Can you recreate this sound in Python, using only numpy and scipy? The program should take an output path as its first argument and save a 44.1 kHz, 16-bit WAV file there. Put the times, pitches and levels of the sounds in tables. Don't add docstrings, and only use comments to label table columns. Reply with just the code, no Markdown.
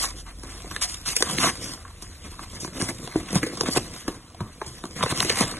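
import sys
import numpy as np
from scipy import signal
from scipy.fft import rfft, irfft
from scipy.io import wavfile
from scipy.ndimage import uniform_filter1d

SR = 44100
rng = np.random.default_rng(int(sys.argv[2]) if len(sys.argv) > 2 else 0)


def inscribe(sig):
    pcm = np.round(np.clip(np.atleast_2d(sig).T, -1, 1) * 32767)
    wavfile.write(sys.argv[1], SR, pcm.astype(np.int16))


N = 246519

# start in seconds, foam level in dB, walls level in dB,
# hollow level in dB, struck wall pitch in Hz, struck hollow pitch in Hz, nominal T60 in seconds.
SNAP_EVENTS = [(0.043, -44, -20, -34, 1020, 394, 0.021), (0.433, -37, -38, -33, 1160, 270, 0.033),
               (0.643, -64, -33.5, -33.5, 660, 456, 0.017), (0.7108, -40, -27, -30.5, 1230, 173, 0.059),
               (0.762, -32, -17.5, -36, 1640, 482, 0.0062), (0.9419, -29.5, -38, -43, 1960, 149, 0.015),
               (0.970, -42, -51, -50, 2000, 200, .009), (1.013, -42, -52, -40, 2000, 200, 0.01),
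               (1.1638, -13.5, -28, -30.5, 1690, 386, 0.028), (1.2045, -22, -26, -26, 690, 307, 0.023),
               (1.223, -16, -12.5, -15.5, 1340, 395, 0.011), (1.2964, -38, -22, -45, 1060, 136, 0.014),
               (1.383, -28, -12.5, -21, 2320, 228, 0.0091), (1.437, -28, -39, -21, 2100, 191, 0.012),
               (1.458, -45, -14, -22, 1070, 248, 0.012), (1.4694, -50, -15.5, -20.5, 1100, 290, 0.012),
               (1.49, -27, -20, -33, 1600, 250, 0.022), (1.734, -34.5, -35, -39, 1220, 248, 0.035),
               (1.85, -67, -31, -57, 1200, 154, 0.035), (2.0217, -34, -40, -36, 960, 180, 0.055),
               (2.392, -51, -25.5, -37, 1040, 171, 0.031), (2.628, -55, -53, -29.5, 700, 233, 0.041),
               (2.646, -37, -26.5, -26, 970, 245, 0.0063), (2.676, -42, -33, -29, 1250, 198, 0.018),
               (2.8, -32, -35, -22, 700, 266, 0.022), (2.813, -30.5, -18.5, -25.5, 1270, 143.6, 0.011),
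               (2.8202, -23.5, -33, -23.5, 1500, 197, 0.0096), (2.888, -34, -34, -22.5, 721, 303, 0.0057),
               (3.074, -38, -27, -26.5, 770, 468, 0.0062), (3.1555, -45.5, -29.5, -9, 890, 214, 0.023),
               (3.328, -31, -33, -19.5, 704, 200, 0.011), (3.3546, -24, -21.5, -13, 690, 174, 0.027),
               (3.4293, -30, -14.5, -15, 1880, 330, 0.032), (3.435, -34, -39, -20, 1990, 260, 0.0078),
               (3.4644, -32.5, -41, -24.5, 1600, 378, 0.021), (3.532, -44, -40, -25.5, 700, 260, 0.015),
               (3.5714, -33.5, -30, -32.5, 1100, 385, 0.041), (3.608, -19, -18, -16.5, 950, 410, 0.011),
               (3.6318, -37, -24.5, -21.5, 710, 332, 0.039), (3.684, -30, -29, -12.5, 1020, 254, 0.0093),
               (3.7608, -38, -51, -14.5, 713, 557, 0.0086), (3.77, -19, -17.5, -10.5, 690, 254, 0.01),
               (4.0787, -30.5, -21, -16, 1260, 250, 0.042), (4.345, -51, -37, -58, 703, 159, 0.029),
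               (4.4041, -43, -24, -21, 1030, 160, 0.047), (4.6148, -46, -19.5, -23, 880, 570, 0.023),
               (4.6621, -39, -44, -32.5, 1170, 149, 0.24), (4.8378, -45, -25.5, -25.5, 910, 280, 0.019),
               (4.853, -37, -32, -31, 1080, 242, 0.012), (5.008, -55, -18.5, -36, 1040, 197, 0.017),
               (5.034, -27.5, -17.5, -18, 1050, 290, 0.019), (5.0609, -37, -16, -19.5, 1240, 384, 0.005),
               (5.1211, -35, -23, -17.5, 1050, 220, 0.021), (5.2025, -25, -12.5, -39, 2600, 133, 0.0036),
               (5.2058, -36, -18.5, -25, 870, 400, 0.0058), (5.2464, -25, -24.5, -19, 1960, 328, 0.049),
               (5.295, -20, -13.5, -28, 2400, 435, 0.01), (5.2994, -26.5, -11.5, -17.5, 2410, 430, 0.0068),
               (5.407, -24, -18, -12.5, 835, 228, 0.015), (5.538, -51, -27.5, -42, 1210, 198, 0.018)]
# frequency in Hz, bandwidth in Hz, relative level in dB.
WALL_MODES = [(715, 148, 14), (861, 77, 4), (1082, 207, 13), (1659, 356, 8), (2103, 360, 8), (2625, 820, 5)]
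# frequency in Hz, bandwidth in Hz, relative level in dB.
HOLLOW_MODES = [(113.1, 29, 0.5), (171.6, 85, -8), (200.5, 82, -6), (258.8, 176, 8), (328, 130, -1),
                (408, 155, -1.5), (602, 510, -14)]
# frequency in Hz, relative level in dB.
FINE_FOAM_COLOUR = [(1500, -14), (4000, 3.5), (5000, 10.5), (6500, 5), (7800, 3), (9300, 4.5), (10600, 1.5),
                    (11700, 1.5), (12500, -10)]
# frequency in Hz, relative level in dB.
COARSE_FOAM_COLOUR = [(600, -11), (2000, 6.5), (2800, 8.5), (4200, 19.5), (5200, -7), (7500, -29.5),
                      (12500, -19.5)]

LUMPS_FROM_FOAM, LUMPS_FROM_WALLS = 0.61, 0.4
CHEW_LUMPS_DB, RIP_LUMPS_DB, SNAP_LUMPS_DB, CRACK_LUMPS_DB = -0.5, -2, -5.5, 7
LEAD_IN_S, LEAD_IN_DB = 0.018, -16


def gain_of(db):
    return 10 ** (np.asarray(db) / 20)


def evened(x):
    return x / np.sqrt(np.mean(x ** 2) + 1e-20)


def smooth_noise(width):
    noise = rng.standard_normal(N)
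    return evened(uniform_filter1d(uniform_filter1d(noise, width), width))


def patchy_noise(shape, bins, frames):
    noise = rng.standard_normal(shape)
    return evened(uniform_filter1d(uniform_filter1d(noise, bins, axis=0), frames, axis=1))


def read(points, hz):
    f, value = np.transpose(points)
    return np.interp(np.log(hz + 1), np.log(f + 1), value)


def add(mix, start_s, sound):
    part = mix[:, round(start_s * SR):][:, :sound.shape[1]]
    part += sound[:, :part.shape[1]]


def colour_taps(points):
    hz = abs(np.fft.fftfreq(4096, 1 / SR))
    log_gain = np.log(gain_of(read(points, hz)))
    spectrum = np.exp(np.conj(signal.hilbert(log_gain)))
    taps = np.fft.ifft(spectrum).real[:2048]
    return taps / np.linalg.norm(taps)


def mode_taps(modes, late, near_hz=None, fall_db_per_octave=0):
    taps = 0
    for hz, width_hz, db in modes:
        t = np.maximum(np.arange(4096) / SR - late / np.sqrt(hz), 0)
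        away_db = fall_db_per_octave * abs(np.log2(hz / (near_hz or hz)))
        onset = 1 - np.exp(-0.9 * hz * t)
        ring = np.exp(-np.pi * width_hz * t) * np.sin(2 * np.pi * hz * t) * onset
        taps = taps + gain_of(db - away_db) * np.sqrt(width_hz) * ring
    taps = np.diff(taps)
    return taps / np.linalg.norm(taps)


def crackle(per_s, spread_db, clump_db):
    happens = rng.random(N) < per_s / SR
    size = gain_of(spread_db * np.minimum(rng.exponential(1, N), 4)) * happens
    breaks = evened(size * rng.standard_normal(N))
    hiss = 1.4 * rng.standard_normal(N)
    return evened((breaks + hiss) * gain_of(clump_db * smooth_noise(200)))


def rustle():
    surge_db, ticks_per_s, ticks_db, tick_decay_s = 2.0, 60, 6, 0.0024
    surges = gain_of(surge_db * smooth_noise(1500)) ** 2
    ticks = rng.exponential(1, N) * (rng.random(N) < ticks_per_s / SR)
    ticks = signal.lfilter([1], [1, -np.exp(-1 / (tick_decay_s * SR))], ticks)
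    return surges * (1 + gain_of(ticks_db) * ticks)


def lumps(foam_db, walls_db, extra_db):
    return LUMPS_FROM_FOAM * foam_db + LUMPS_FROM_WALLS * walls_db + extra_db


def break_shape(t60_s, strain_s, hold_s):
    u = np.arange(5000) / SR - LEAD_IN_S
    lead_in = gain_of(LEAD_IN_DB) * np.minimum(1 + u / LEAD_IN_S, 1)
    before = np.maximum(np.clip(u / strain_s, 0, 1) ** 2.4, lead_in)
    after = np.maximum(u - strain_s - hold_s, 0) / max(t60_s, 0.004)
    return before * (gain_of(-60 * after) + gain_of(-12.5 - 3.5 * after))


def tugging():
    # time in seconds, then foam, walls and hollow levels in dB before the rustle.
    chewing = [(0.0, -30, -39, -44.5), (0.28, -73, -79, -53), (0.47, -48, -52, -46.5),
               (1.17, -44.5, -53.5, -52), (1.26, -38.5, -39, -40), (1.34, -32, -42.5, -31.5),
               (1.46, -47, -54, -42), (1.59, -41, -50.5, -44), (1.76, -57, -55, -51.5),
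               (2.021, -58.5, -57.5, -55.5), (2.5, -50, -55, -49.5), (2.68, -52, -54, -47),
               (2.82, -48, -66, -37.5), (3.14, -48, -46, -47), (3.58, -45.5, -50.5, -39.5),
               (3.95, -43.5, -49.5, -42), (4.14, -56, -57.5, -53), (4.39, -61, -59.5, -50),
               (4.67, -54.5, -59, -53), (4.79, -47.5, -54.5, -46.5), (4.98, -53, -67, -44.5),
               (5.07, -42, -40, -42), (5.17, -35.5, -39.5, -34.5), (5.32, -35.5, -37.5, -38),
               (5.481, -35.5, -39, -36.5), (5.59, -51.5, -49.5, -42)]
    # start in seconds, length in seconds, share of the length spent swelling
    # (held to 0.1-0.9), then foam, walls and hollow levels in dB.
    rips = [(0, 0.079, 0.49, -25.5, -37.5, -54), (0.146, 0.088, 0.53, -42, -56, -66),
            (0.25, 0.086, 0.35, -50, -45.5, -66), (0.81, 0.061, 0.16, -23.5, -31.5, -68),
            (0.859, 0.093, 0.52, -34.5, -53, -68), (1.05, 0.099, 0.32, -26.5, -38.5, -42.5),
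            (1.365, 0.15, 0.62, -23.5, -25.5, -29), (1.594, 0.18, 0.26, -34.5, -47.5, -39.5),
            (2.231, 0.063, 0.32, -46, -46.5, -40), (2.516, 0.068, 0.62, -44, -43, -43),
            (2.299, 0.058, .3, -45.5, -52, -55), (2.395, 0.053, .5, -46.5, -51, -50),
            (3.02, 0.054, 0.73, -47, -60, -47), (2.596, 0.092, 0.14, -35, -59, -41),
            (2.78, 0.15, 0.2, -35, -39, -40), (2.88, 0.037, 0.29, -32.5, -34.5, -35.5),
            (2.728, 0.058, 0.91, -38.5, -43, -37.5), (2.98, 0.067, 0.91, -48, -72, -37.5),
            (3.294, 0.096, 0.4, -39, -47, -27.5), (3.342, 0.057, 0.2, -27.5, -31.5, -39),
            (3.648, 0.057, 0.45, -34.5, -33.5, -31), (3.695, 0.06, 0.65, -29.5, -42, -53),
            (3.744, 0.039, 0.91, -25, -25, -21), (4.95, 0.16, 0.15, -40.5, -38, -34.5),
            (5.023, 0.016, 0.55, -30, -28, -26.5), (5.09, 0.038, 0.57, -27.5, -28.5, -30.5),
            (5.215, 0.03, 0.32, -26, -54, -54), (5.361, 0.086, 0.6, -25.5, -27, -28)]
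    foam_t60_share = 0.65
    foam_strain_s, foam_hold_s = 0.0011, 0.0012

    s, foam_db, walls_db, hollow_db = np.transpose(chewing)
    levels_db = foam_db, lumps(foam_db, walls_db, CHEW_LUMPS_DB), walls_db, hollow_db
    power = gain_of([np.interp(np.arange(N) / SR, s, db) for db in levels_db]) ** 2
    power[:3] *= rustle()

    for start_s, length_s, share, foam_db, walls_db, hollow_db in rips:
        u = np.arange(round(length_s * SR)) / SR / length_s
        rise_and_fall = np.interp(u, [0, np.clip(share, 0.1, 0.9), 1], [0, 1, 0])
        swell = np.sin(np.pi / 2 * rise_and_fall)
        levels_db = foam_db, lumps(foam_db, walls_db, RIP_LUMPS_DB), walls_db, hollow_db
        add(power, start_s, np.outer(gain_of(levels_db), swell) ** 2)

    for start_s, foam_db, walls_db, *_, t60_s in SNAP_EVENTS:
        levels_db = foam_db, lumps(foam_db, walls_db, SNAP_LUMPS_DB)
        shape = break_shape(foam_t60_share * t60_s, foam_strain_s, foam_hold_s)
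        add(power[:2], start_s - LEAD_IN_S, np.outer(gain_of(levels_db), shape) ** 2)
    return np.sqrt(power)


def mottled(x, patch_db):
    z = signal.stft(x, SR, nperseg=256, noverlap=192)[2]
    z = z * gain_of(patch_db * patchy_noise(z.shape, 3, 24))
    return signal.istft(z, SR, nperseg=256, noverlap=192)[1][:N]


def knocks():
    crack_fine_db = 6
    brittle_db, usual_t60_s = 8, 0.018
    strain_s = 0.0033
    wall_rattle_db, hollow_rattle_db = -11, -8.5
    wall_fall_db_per_octave, hollow_fall_db_per_octave = 18, 24.2

    out = np.zeros((1, N))
    shakes = rng.standard_normal((len(SNAP_EVENTS), 5000))
    fine, coarse = colour_taps(FINE_FOAM_COLOUR), colour_taps(COARSE_FOAM_COLOUR)
    for shake, snap in zip(shakes, SNAP_EVENTS):
        start_s, foam_db, walls_db, hollow_db, wall_hz, hollow_hz, t60_s = snap
        lumps_db = lumps(foam_db, walls_db, CRACK_LUMPS_DB)
        crack = gain_of(foam_db + crack_fine_db) * fine + gain_of(lumps_db) * coarse
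        brittleness = gain_of(brittle_db * np.log2(usual_t60_s / t60_s))
        add(out, start_s + 0.0018, brittleness * crack[None])

        wall_ring = mode_taps(WALL_MODES, 0.0484, wall_hz, wall_fall_db_per_octave)
        hollow_ring = mode_taps(HOLLOW_MODES, 0.0648, hollow_hz, hollow_fall_db_per_octave)
        shaking = shake * break_shape(t60_s, strain_s, 0)
        for db, rattle_db, ring in ((walls_db, wall_rattle_db, wall_ring),
                                    (hollow_db, hollow_rattle_db, hollow_ring)):
            rattle = signal.fftconvolve(shaking, ring)
            add(out, start_s - LEAD_IN_S - 0.0015, gain_of(db + rattle_db) * rattle[None])
            add(out, start_s - 0.0005, gain_of(db) * ring[None] / abs(ring).max())
    return out[0]


def blurred(x):
    blur_db, blur_t60_s = -17.5, 0.17
    t = np.arange(6000) / SR
    blur = rng.standard_normal(6000) * gain_of(-60 * t / blur_t60_s) * (t > 0.004)
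    return x + gain_of(blur_db) * signal.oaconvolve(x, blur / np.linalg.norm(blur))[:N]


def box():
    foam_crackle = crackle(3000, 0.32, 0.8)
    wall_crackle, hollow_crackle = crackle(900, 4.8, 1.0), crackle(600, 2.8, 3.4)
    drives = tugging() * [foam_crackle, foam_crackle, wall_crackle, hollow_crackle]
    bodies = (colour_taps(FINE_FOAM_COLOUR), colour_taps(COARSE_FOAM_COLOUR),
              mode_taps(WALL_MODES, 0.0429), mode_taps(HOLLOW_MODES, 0.0671))
    fine, coarse, walls, hollow = (signal.oaconvolve(d, b)[:N] for d, b in zip(drives, bodies))
    return blurred(mottled(fine + coarse + walls, 2.6) + hollow + knocks())


def rumble():
    # time in seconds, level in dB.
    rumble_level = [(0, -45), (2.6, -44.5), (3.5, -52), (5.59, -46)]
    # frequency in Hz, relative level in dB.
    rumble_colour = [(15, -24), (36, 3.5), (43, -10), (46, -5), (50, -1), (60, -6), (78, 1.5), (130, -13),
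                     (300, -32)]
    thud_db, thud_t60_s = -25.5, 0.58

    hz, t = np.fft.rfftfreq(N, 1 / SR), np.arange(N) / SR
    spectrum = rfft(rng.standard_normal(N)) * gain_of(read(rumble_colour, hz))
    low = evened(irfft(spectrum, N))
    power = gain_of(np.interp(t, *np.transpose(rumble_level)))[None] ** 2
    for start_s, _, _, hollow_db, *_ in SNAP_EVENTS:
        thud_level_db = hollow_db + thud_db - 60 * t[None, :SR // 2] / thud_t60_s
        add(power, start_s, gain_of(thud_level_db) ** 2)
    return np.sqrt(power[0]) * low


def drone():
    drone_hz, drift_share = 46.2, 0.03
    start_db_rms, fade_db_per_s = -39.5, 9.5
    t = np.arange(N) / SR
    drift = evened(sum(np.sin(2 * np.pi * (f * t + rng.random())) for f in np.geomspace(0.7, 5, 8)))
    turns = np.cumsum(drone_hz * (1 + drift_share * drift)) / SR
    return np.sqrt(2) * gain_of(start_db_rms - fade_db_per_s * t) * np.sin(2 * np.pi * turns)


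def scene():
    return np.tile(box() + rumble() + drone(), (2, 1))


def record(dry):
    # frequency in Hz, lead in half turns.
    turn = [(1700, 0), (2300, .12), (3600, .25), (4250, 1), (5500, 1), (6100, 2), (10700, 2.05), (11250, 3)]
    # frequency in Hz, rms wander in radians.
    wander = [(40, 0.0089), (300, 0.01), (600, 0.14), (1700, 0.12), (2300, 1.27), (3800, 1.42),
              (4400, 0.26), (5400, 0.12), (5850, 1.8), (6400, 0.12), (7900, 0.24), (10000, 0.8),
              (11300, 3.2), (12100, 0.1)]
    slide_share = 0.035
    edge_hz = 12200

    hz, _, z = signal.stft(dry, SR, nperseg=512, noverlap=384)
    drift = patchy_noise(z.shape[1:], 8, 12)
    slide = patchy_noise(z.shape[1:], 16, 30)
    lead = np.pi * read(turn, hz[:, None] * (1 + slide_share * slide))
    lead = lead + read(wander, hz)[:, None] * drift
    z *= np.exp([0.5j * lead, -0.5j * lead])
    pair = signal.istft(z, SR, nperseg=512, noverlap=384)[1][:, :N]
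    low_pass = signal.firwin(511, edge_hz, window=("kaiser", 9), fs=SR)
    return signal.oaconvolve(pair, low_pass[None], "same")


dry = scene()
out = record(dry)
inscribe(out)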